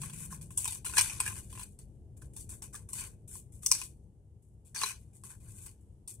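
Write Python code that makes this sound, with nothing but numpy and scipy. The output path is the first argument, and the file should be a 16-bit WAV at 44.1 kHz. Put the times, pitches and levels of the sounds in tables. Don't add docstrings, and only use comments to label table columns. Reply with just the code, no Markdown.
import sys
import numpy as np
from scipy import signal
from scipy.fft import rfft, irfft
from scipy.io import wavfile
from scipy.ndimage import uniform_filter1d

SR = 44100
rng = np.random.default_rng(int(sys.argv[2]) if len(sys.argv) > 2 else 0)


def int16_out(signal):
    q = np.round(np.clip(np.atleast_2d(signal).T, -1, 1) * 32767)
    wavfile.write(sys.argv[1], SR, q.astype(np.int16))


def linear_from_db(decibels):
    return 10 ** (np.asarray(decibels, float) / 20)


N = 273420


def colour(x, points):
    hz, db = np.transpose(points)
    log_hz = np.log(np.fft.rfftfreq(N, 1 / SR) + 1)
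    gain = linear_from_db(np.interp(log_hz, np.log(hz), db, left=-90, right=-90))
    return irfft(rfft(x) * gain / np.sqrt(np.mean(gain ** 2)), N)


def noise(alike):
    common, left, right = rng.standard_normal((3, N))
    return np.sqrt(alike) * common + np.sqrt(1 - alike) * np.array([left, right])


def walk(rate_hz):
    hold = int(SR / rate_hz)
    steps = rng.standard_normal(N // hold + 1)
    return uniform_filter1d(np.repeat(steps, hold), hold)[:N]


def wavering_lines(lines, alike):
    total = 0
    for hz, width, db in lines:
        peak = [(hz - width, -12), (hz, 0), (hz + width, -12)]
        total = total + linear_from_db(db) * colour(noise(alike), peak)
    return total


# (frequency [Hz], density [dB per Hz])
LEAK_COLOUR = [(470, -35), (800, -5.5), (1350, -20.5), (1790, -21.5), (2570, -25), (2890, -20.5),
               (4240, -28.5), (9270, -16), (13000, -28)]


def leak():
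    level_db = -82.5 + 1.5 * walk(5)
    return linear_from_db(level_db) * colour(noise(0), LEAK_COLOUR)


# (frequency [Hz], density [dB per Hz])
RUMBLE_COLOUR = [(12, -35.5), (20, -4), (64, -3), (98, -1.5), (130, -5), (163, -18), (211, -14.5),
                 (247, -21), (339, -20), (425, -23), (552, -30.5), (811, -39.5), (885, -41), (1070, -66.5),
                 (1300, -61.5), (1690, -92), (2860, -120)]


def rumble():
    low_cut = signal.butter(2, 42, "high", fs=SR, output="sos")
    return signal.sosfilt(low_cut, colour(noise(0.91), RUMBLE_COLOUR))


# (frequency [Hz], density [dB per Hz])
DRONE_COLOUR = [(110, -32), (138, 3.5), (150, -6.5), (166, 1), (182, -12.5), (200, -8.5), (250, -22.5)]


def drone():
    gone_s, near_db, rest_db = 0.7, 6.5, -7
    level_db = np.interp(np.arange(N) / SR, [gone_s / 2, gone_s], [near_db, rest_db]) - 5.5
    return linear_from_db(level_db) * colour(noise(0.89), DRONE_COLOUR)


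# (frequency [Hz], width [Hz], level [dB])
MOTOR_LINES = [(64, 16, -9), (105.5, 10, -9.5), (136, 12, -16.5), (199.9, 13, -18.5)]


def motors():
    return wavering_lines(MOTOR_LINES, 0.98)


# (frequency [Hz], width [Hz], level [dB])
WHINE_LINES = [(282.6, 8, -33), (348, 10, -27.5), (420.4, 8, -28.5)]


def whine():
    on_s, off_s, fade_s = 1.805, 2.7, 0.15
    t = np.arange(N) / SR
    running = np.clip(np.minimum(t - on_s, off_s - t) / fade_s, 0, 1)
    return running * wavering_lines(WHINE_LINES, 0.9)


# (time [s], level [dB])
HUM_SWELL = [(0.0, -51.5), (1.4, -49), (1.95, -53), (2.12, -50), (3.1, -51), (3.5, -53), (4.0, -53.5),
             (4.25, -58.5), (5.501, -54), (6.0, -56), (6.2, -52.5)]


def hum():
    s, db = np.transpose(HUM_SWELL)
    level_db = np.interp(np.arange(N) / SR, s, db) + 1.1 * walk(10)
    return linear_from_db(level_db) * (rumble() + drone() + motors() + whine()) * linear_from_db([[1.5], [-1.5]])


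# (frequency [Hz], level [dB])
TAIL_COLOUR = [(600, -32), (1000, -9.5), (3000, -1.5), (6000, 1.5), (9000, -6), (13000, -15.5),
               (16500, -21.5)]
# (left delay [s], right delay [s], level [dB])
ECHOES = [(.0013, 0.0012, 5.5), (.0058, .0056, -3.5), (.0072, 0.0099, 1), (.012, .0105, -26)]


def room(x):
    t60_s, tail_db, build_s = 0.2, -8.5, 0.026
    t = np.arange(N) / SR
    tail = colour(noise(0), TAIL_COLOUR) * linear_from_db(-60 * t / t60_s) * np.clip(t / build_s, 0, 1)
    response = linear_from_db(tail_db) * tail / np.sqrt(np.sum(tail[0] ** 2))
    response[:, 0] = 1
    for left_s, right_s, db in ECHOES:
        response[0, int(left_s * SR)] -= linear_from_db(db)
        response[1, int(right_s * SR)] += linear_from_db(db)
    return signal.fftconvolve(x, response[:, :SR // 2], axes=1)[:, :N]


# (time [s], peak level [dB], low tray level [dB], low tray frequency [Hz])
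STIR_SNAPS = [(.0166, -34.5, -22, 970), (.0333, -39.5, -2.3, 1103), (.0972, -40.5, -13, 1030),
              (.1331, -39, -18, 1040), (.4105, -49.5, -15, 1004), (.5051, -47, -8, 1060),
              (.5754, -20.5, -31.5, 1030), (.6437, -25.5, -28, 1000), (.6543, -25.5, -14, 1010),
              (.676, -26.5, -18.5, 879), (.722, -29, -24, 930), (.846, -38, -9, 1010),
              (.8624, -29.5, -11, 1408), (.895, -36, -10, 1030), (.9354, -36, -4, 1460),
              (.9689, -21.5, -6.5, 1666), (1.0096, -14.5, -23.5, 1030), (1.2017, -18, -13.5, 1000),
              (1.2345, -37, -15.5, 1040), (1.262, -28.5, -6, 1670), (1.2766, -26.5, -11, 1680),
              (1.3653, -41, -11.5, 1030), (1.5743, -46, -1.5, 1019), (1.527, -43, -8.5, 1030),
              (1.551, -48, -4.5, 1040), (1.594, -44, -2.5, 1010), (1.612, -46, -3, 1010),
              (1.325, -44, -5, 1030), (1.6317, -34.5, -29.5, 1030)]
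SCRAPE_SNAPS = [(1.7888, -44.5, -30.5, 861), (2.2199, -48.5, -3, 1532), (2.365, -37.5, -24, 879),
                (2.4917, -41, -20, 970), (2.7427, -40.5, -3.5, 1190), (2.7522, -34, -16.5, 1690),
                (2.8883, -48, -18, 1095), (2.9312, -27.5, -23, 1030), (3.3533, -40, -12, 992),
                (4.7451, -44.5, -7, 1680), (5.236, -42, -10.5, 1080), (5.303, -44, -12, 1510),
                (5.6625, -37, -21, 1590), (6.0759, -36, -31.5, 1030)]
# (time [s], peak level [dB], low tray level [dB],
# low tray frequency [Hz], upper tray level [dB])
CLACKS = [(0.3251, -44, 2, 1060, -22), (0.9771, -30, 0.7, 1630, -6), (.9824, -16.5, -9, 964, -7.5),
          (0.9911, -23, -28, 998, -8), (1.097, -35, -17, 886, -2.5), (2.6204, -40, -15, 876, -27),
          (3.6306, -46, -9.5, 1203, -19), (3.6612, -16.5, -32, 1150, -38), (3.714, -10.5, -21.5, 1049, -20),
          (3.8143, -36, -8, 1028, -5), (4.76, -34, -5, 1620, -7), (4.8149, -32, -1.5, 1115, -2),
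          (4.8333, -24.5, -0.8, 1056, -3.5), (4.906, -39.5, -8, 1040, -4.5),
          (4.8601, -34.5, -7.5, 1045, -3.5)]


def blows():
    snap_edge_db, clack_edge_db = -19.5, -8
    rows = [(s, db, clack_edge_db, low_db, hz, upper_db) for s, db, low_db, hz, upper_db in CLACKS]
    for table, base_db in (STIR_SNAPS, -4.5), (SCRAPE_SNAPS, -20):
        for s, db, low_db, hz in table:
            rows.append((s, db, snap_edge_db, low_db, hz, base_db + 0.51 * low_db))
    return rows


def ring(modes, detune, scatter_db, attack_s):
    t = np.arange(SR // 10) / SR
    hz, db, t60_s = np.transpose(modes)[:, :, None]
    pitch_chance, level_chance = rng.standard_normal((2, len(modes), 1))
    level = linear_from_db(db + scatter_db * level_chance - 60 * t / t60_s)
    y = np.sum(level * np.sin(2 * np.pi * hz * (1 + detune * pitch_chance) * t), axis=0)
    y = y * (1 - np.exp(-(t / attack_s) ** 2))
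    return y / np.max(np.abs(y))


def tick():
    decay_s = 0.0014
    t = np.arange(SR // 10) / SR
    thin = signal.butter(2, 2800, "high", fs=SR, output="sos")
    return signal.sosfilt(thin, rng.standard_normal(len(t)) * np.exp(-t / decay_s))


# (frequency [Hz], level [dB], 60 dB decay [s])
LOW_TRAY = [(413, -22.5, 0.094), (913, -18.5, 0.056), (1030, -7.5, 0.03), (1460, -3.5, 0.019),
            (1680, -8, 0.03)]
UPPER_TRAY = [(2440, 5, 0.027), (2770, -5.5, 0.019), (3180, 1, 0.011), (3920, -11, 0.058)]
SPOON_EDGE = [(5370, -4, 0.0069), (5930, -3.5, 0.0099), (6304, 1.5, 0.0069)]
CRACK = [(7230, 1.5, 0.0016), (8240, 0, 0.0098), (9090, -1, .008), (9940, -9, 0.0052), (11150, -8.5, .004),
         (12100, -9.5, 0.0027), (14040, -10, 0.0049)]


def taps():
    dull, bright = np.zeros((2, 2, N + SR))
    for s, db, edge_db, low_db, low_hz, upper_db in blows():
        low = linear_from_db(low_db + 4) * ring([(low_hz, 0, 0.04)] + LOW_TRAY, 0.0028, 1.3, 0.0015)
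        high = ring(CRACK, 0.043, 2.5, 0.00028)
        high = high + linear_from_db(edge_db + 3.5) * ring(SPOON_EDGE, 0.012, 2.2, 0.00068)
        high = high + linear_from_db(upper_db) * ring(UPPER_TRAY, 0.03, 6.7, 0.00061)
        high = high + linear_from_db(-10.5) * tick()
        i, size = int(s * SR), len(low)
        dull[:, i:i + size] += linear_from_db(db) * low * linear_from_db([[-1.2], [1.2]])
        bright[0, i:i + size] += linear_from_db(db + 1.6) * high
        bright[1, i + 2:i + 2 + size] += linear_from_db(db - 1.6) * high
    return dull[:, :N] * linear_from_db(-2), bright[:, :N] * linear_from_db(-2.5)


def stroke(t, start, length, db, build_db, tire_db_per_s):
    close_db_per_s, ajar_db, shut_db_per_s = 301.5, -80, 81
    since = t - start
    held = np.clip(since, 0, length)
    level = db - build_db * (1 - held / length) - tire_db_per_s * held
    level = level - close_db_per_s * (since - held)
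    last_db = db - tire_db_per_s * length
    ajar_from = length + (last_db - ajar_db) / close_db_per_s
    ajar = ajar_db - shut_db_per_s * np.maximum(since - ajar_from, 0)
    return np.where(since < 0, -200, np.maximum(level, ajar))


# (start [s], length [s], rasp level [dB], tray share [dB], loudest tray resonance [Hz])
JERKS = [(0.015, 0.082, -43.5, -7, 2400), (0.414, 0.016, -50.5, -12.5, 3260),
         (0.506, 0.073, -55.5, -13, 2690), (0.574, 0.1, -35, -15.5, 2690),
         (0.675, 0.085, -37.5, -10.5, 3100), (0.849, 0.079, -38.5, -10.5, 2850),
         (0.965, 0.034, -34, -3.5, 2127), (0.98, 0.0032, -26.5, 1.5, 2150),
         (1.016, 0.1812, -34, -5.5, 2750), (1.199, 0.053, -40, -7, 1934),
         (1.255, 0.052, -37.5, -8, 1723), (1.397, 0.099, -55, -11.5, 2700),
         (1.656, 0.079, -63, -16, 2530), (1.789, 0.0092, -57.5, -9.5, 3110),
         (2.168, 0.0084, -62.5, -14, 1723), (2.217, .01, -57.5, -9, 1630),
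                (2.335, .03, -61, -15, 2600), (2.364, 0.049, -46.5, -15, 3800),
                (2.492, 0.046, -45.5, -13.5, 1740), (2.621, 0.013, -46.5, -8.5, 2480),
                (2.888, .04, -50, -14.5, 2140), (2.981, 0.087, -41.5, -6.5, 2300),
                (3.522, .09, -59, -17.5, 2200), (3.661, .05, -37.5, -21.5, 3920),
                (3.715, 0.13, -34, -10, 3630), (4.422, 0.0097, -72.5, -20, 2110),
                (4.845, .07, -40, -2, 2600), (4.99, 0.045, -66, -10.5, 2710), (5.81, .01, -75.5, -17, 2303),
                (5.238, .03, -49.5, -11, 1580), (5.661, 0.0087, -49, -8.5, 2660),
                (6.078, 0.035, -44, -18, 3210)]
# (start [s], length [s], final rasp level [dB], tray share [dB], loudest tray resonance [Hz])
PUSHES = [(0.0, .013, -50, -12, 2400), (2.929, 0.043, -40.5, -12, 2500), (0.128, 0.12, -46, -11, 2420),
          (0.304, 0.036, -48, -6.5, 1400), (0.917, 0.042, -40, -7, 1710), (1.339, 0.043, -44, -10, 2380),
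          (1.498, 0.13, -48.5, -9, 2417), (2.729, 0.031, -47.5, -7.5, 1488),
          (3.277, 0.095, -48, -17.5, 2450), (4.651, 0.026, -61.5, -13.5, 2850),
          (4.747, .097, -39.5, -1.2, 4050), (3.622, 0.024, -47.5, -18, 2185),
          (5.133, 0.034, -60.5, -17, 2096), (5.281, 0.034, -51.5, -9.5, 1560),
          (5.402, 0.12, -57.5, -10.5, 1804), (5.504, 0.14, -51.5, -15, 1920)]


def strokes():
    t = np.arange(0, N + 64, 32) / SR
    jerks = JERKS
    levels = [stroke(t, s, length, db, 0, 99.5) for s, length, db, _, _ in jerks]
    levels += [stroke(t, s, length, db, 6.5, 0) for s, length, db, _, _ in PUSHES]
    share_db, hz = np.transpose(jerks + PUSHES)[3:]
    lead = np.argmax(levels, axis=0)
    controls = linear_from_db(np.max(levels, axis=0)), linear_from_db(share_db[lead]), hz[lead]
    return [uniform_filter1d(np.interp(np.arange(N) / SR, t, c), size=220) for c in controls]


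def grains():
    strength = np.minimum(rng.exponential(size=N // 40 + 1), 4)
    grit = linear_from_db(2.3 * strength).repeat(40)[:N]
    return grit / np.sqrt(np.mean(grit ** 2))


# (frequency [Hz], density [dB per Hz])
RASP_COLOUR = [(2060, -49), (3500, -16), (4540, -26), (5360, -15.5), (5900, -12.5), (7850, 1.5), (9500, 2),
               (15000, -18.5), (15650, -14)]


def rasp_hiss(grit):
    hiss = colour(noise(0.07) * grit, RASP_COLOUR) * linear_from_db(1.7 * walk(60))
    top = signal.sosfilt(signal.butter(2, 10500, "high", fs=SR, output="sos"), hiss)
    return hiss + (linear_from_db(0.89 * walk(6.5)) - 1) * top


# (frequency [Hz], width [Hz], level [dB])
WALLS = [(910, 83, 0), (1040, 190, 3.5), (1550, 390, -2.5), (2044, 210, -5), (2480, 370, -1.5),
         (2864, 320, -5), (3460, 470, -7), (4550, 490, -1), (5470, 800, -3), (6030, 700, 3)]


def tray_drag(grit, centre_hz):
    rub, drag = noise(0.24) * grit, 0
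    for hz, width, db in WALLS:
        b, a = signal.iirpeak(hz, hz / width, SR)
        near_db = -6 * np.minimum(np.abs(np.log2(centre_hz / hz)), 1.5)
        flicker_db = 2.5 * walk(40)
        wall = signal.lfilter(b, a, signal.lfilter(b, a, rub))
        drag = drag + linear_from_db(db + near_db + flicker_db) * wall
    return drag


def stirring():
    level, share, centre_hz = strokes()
    grit = grains()
    hiss = rasp_hiss(grit) * linear_from_db([[2.5], [-2.5]])
    drag = share * tray_drag(grit, centre_hz) * linear_from_db([[16], [13]])
    return linear_from_db(1) * level * (hiss + drag)


def scene():
    dull, bright = taps()
    return leak() + hum() + room(bright + 0.19 * dull) + 0.7 * dull + stirring()


def drop_weak_bands(x):
    hz, t, z = signal.stft(x, SR, nperseg=1024)
    band = np.digitize(hz, np.geomspace(1300, 16500, num=48))
    power = np.array([np.mean(np.abs(z[:, band == k]) ** 2, axis=(0, 1)) for k in range(49)])
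    power = uniform_filter1d(power, size=3, axis=1)
    chance = rng.standard_normal((49, len(t) // 3 + 1)).repeat(3, axis=1)[:, :len(t)]
    threshold_db = -25 + 5 * chance
    keep = power > np.max(power[1:], axis=0) * linear_from_db(threshold_db) ** 2
    keep[0] = True
    return signal.istft(z * np.maximum(keep[band], 0.01), SR, nperseg=1024)[1][:, :N]


def band_limit(x):
    return signal.sosfilt(signal.butter(12, 16640, fs=SR, output="sos"), x)


def record(dry):
    top_cut = signal.ellip(8, 0.2, 70, 15950, fs=SR, output="sos")
    mix = signal.sosfilt(top_cut, drop_weak_bands(dry))
    return band_limit(mix)


dry = scene()
out = record(dry)
int16_out(out)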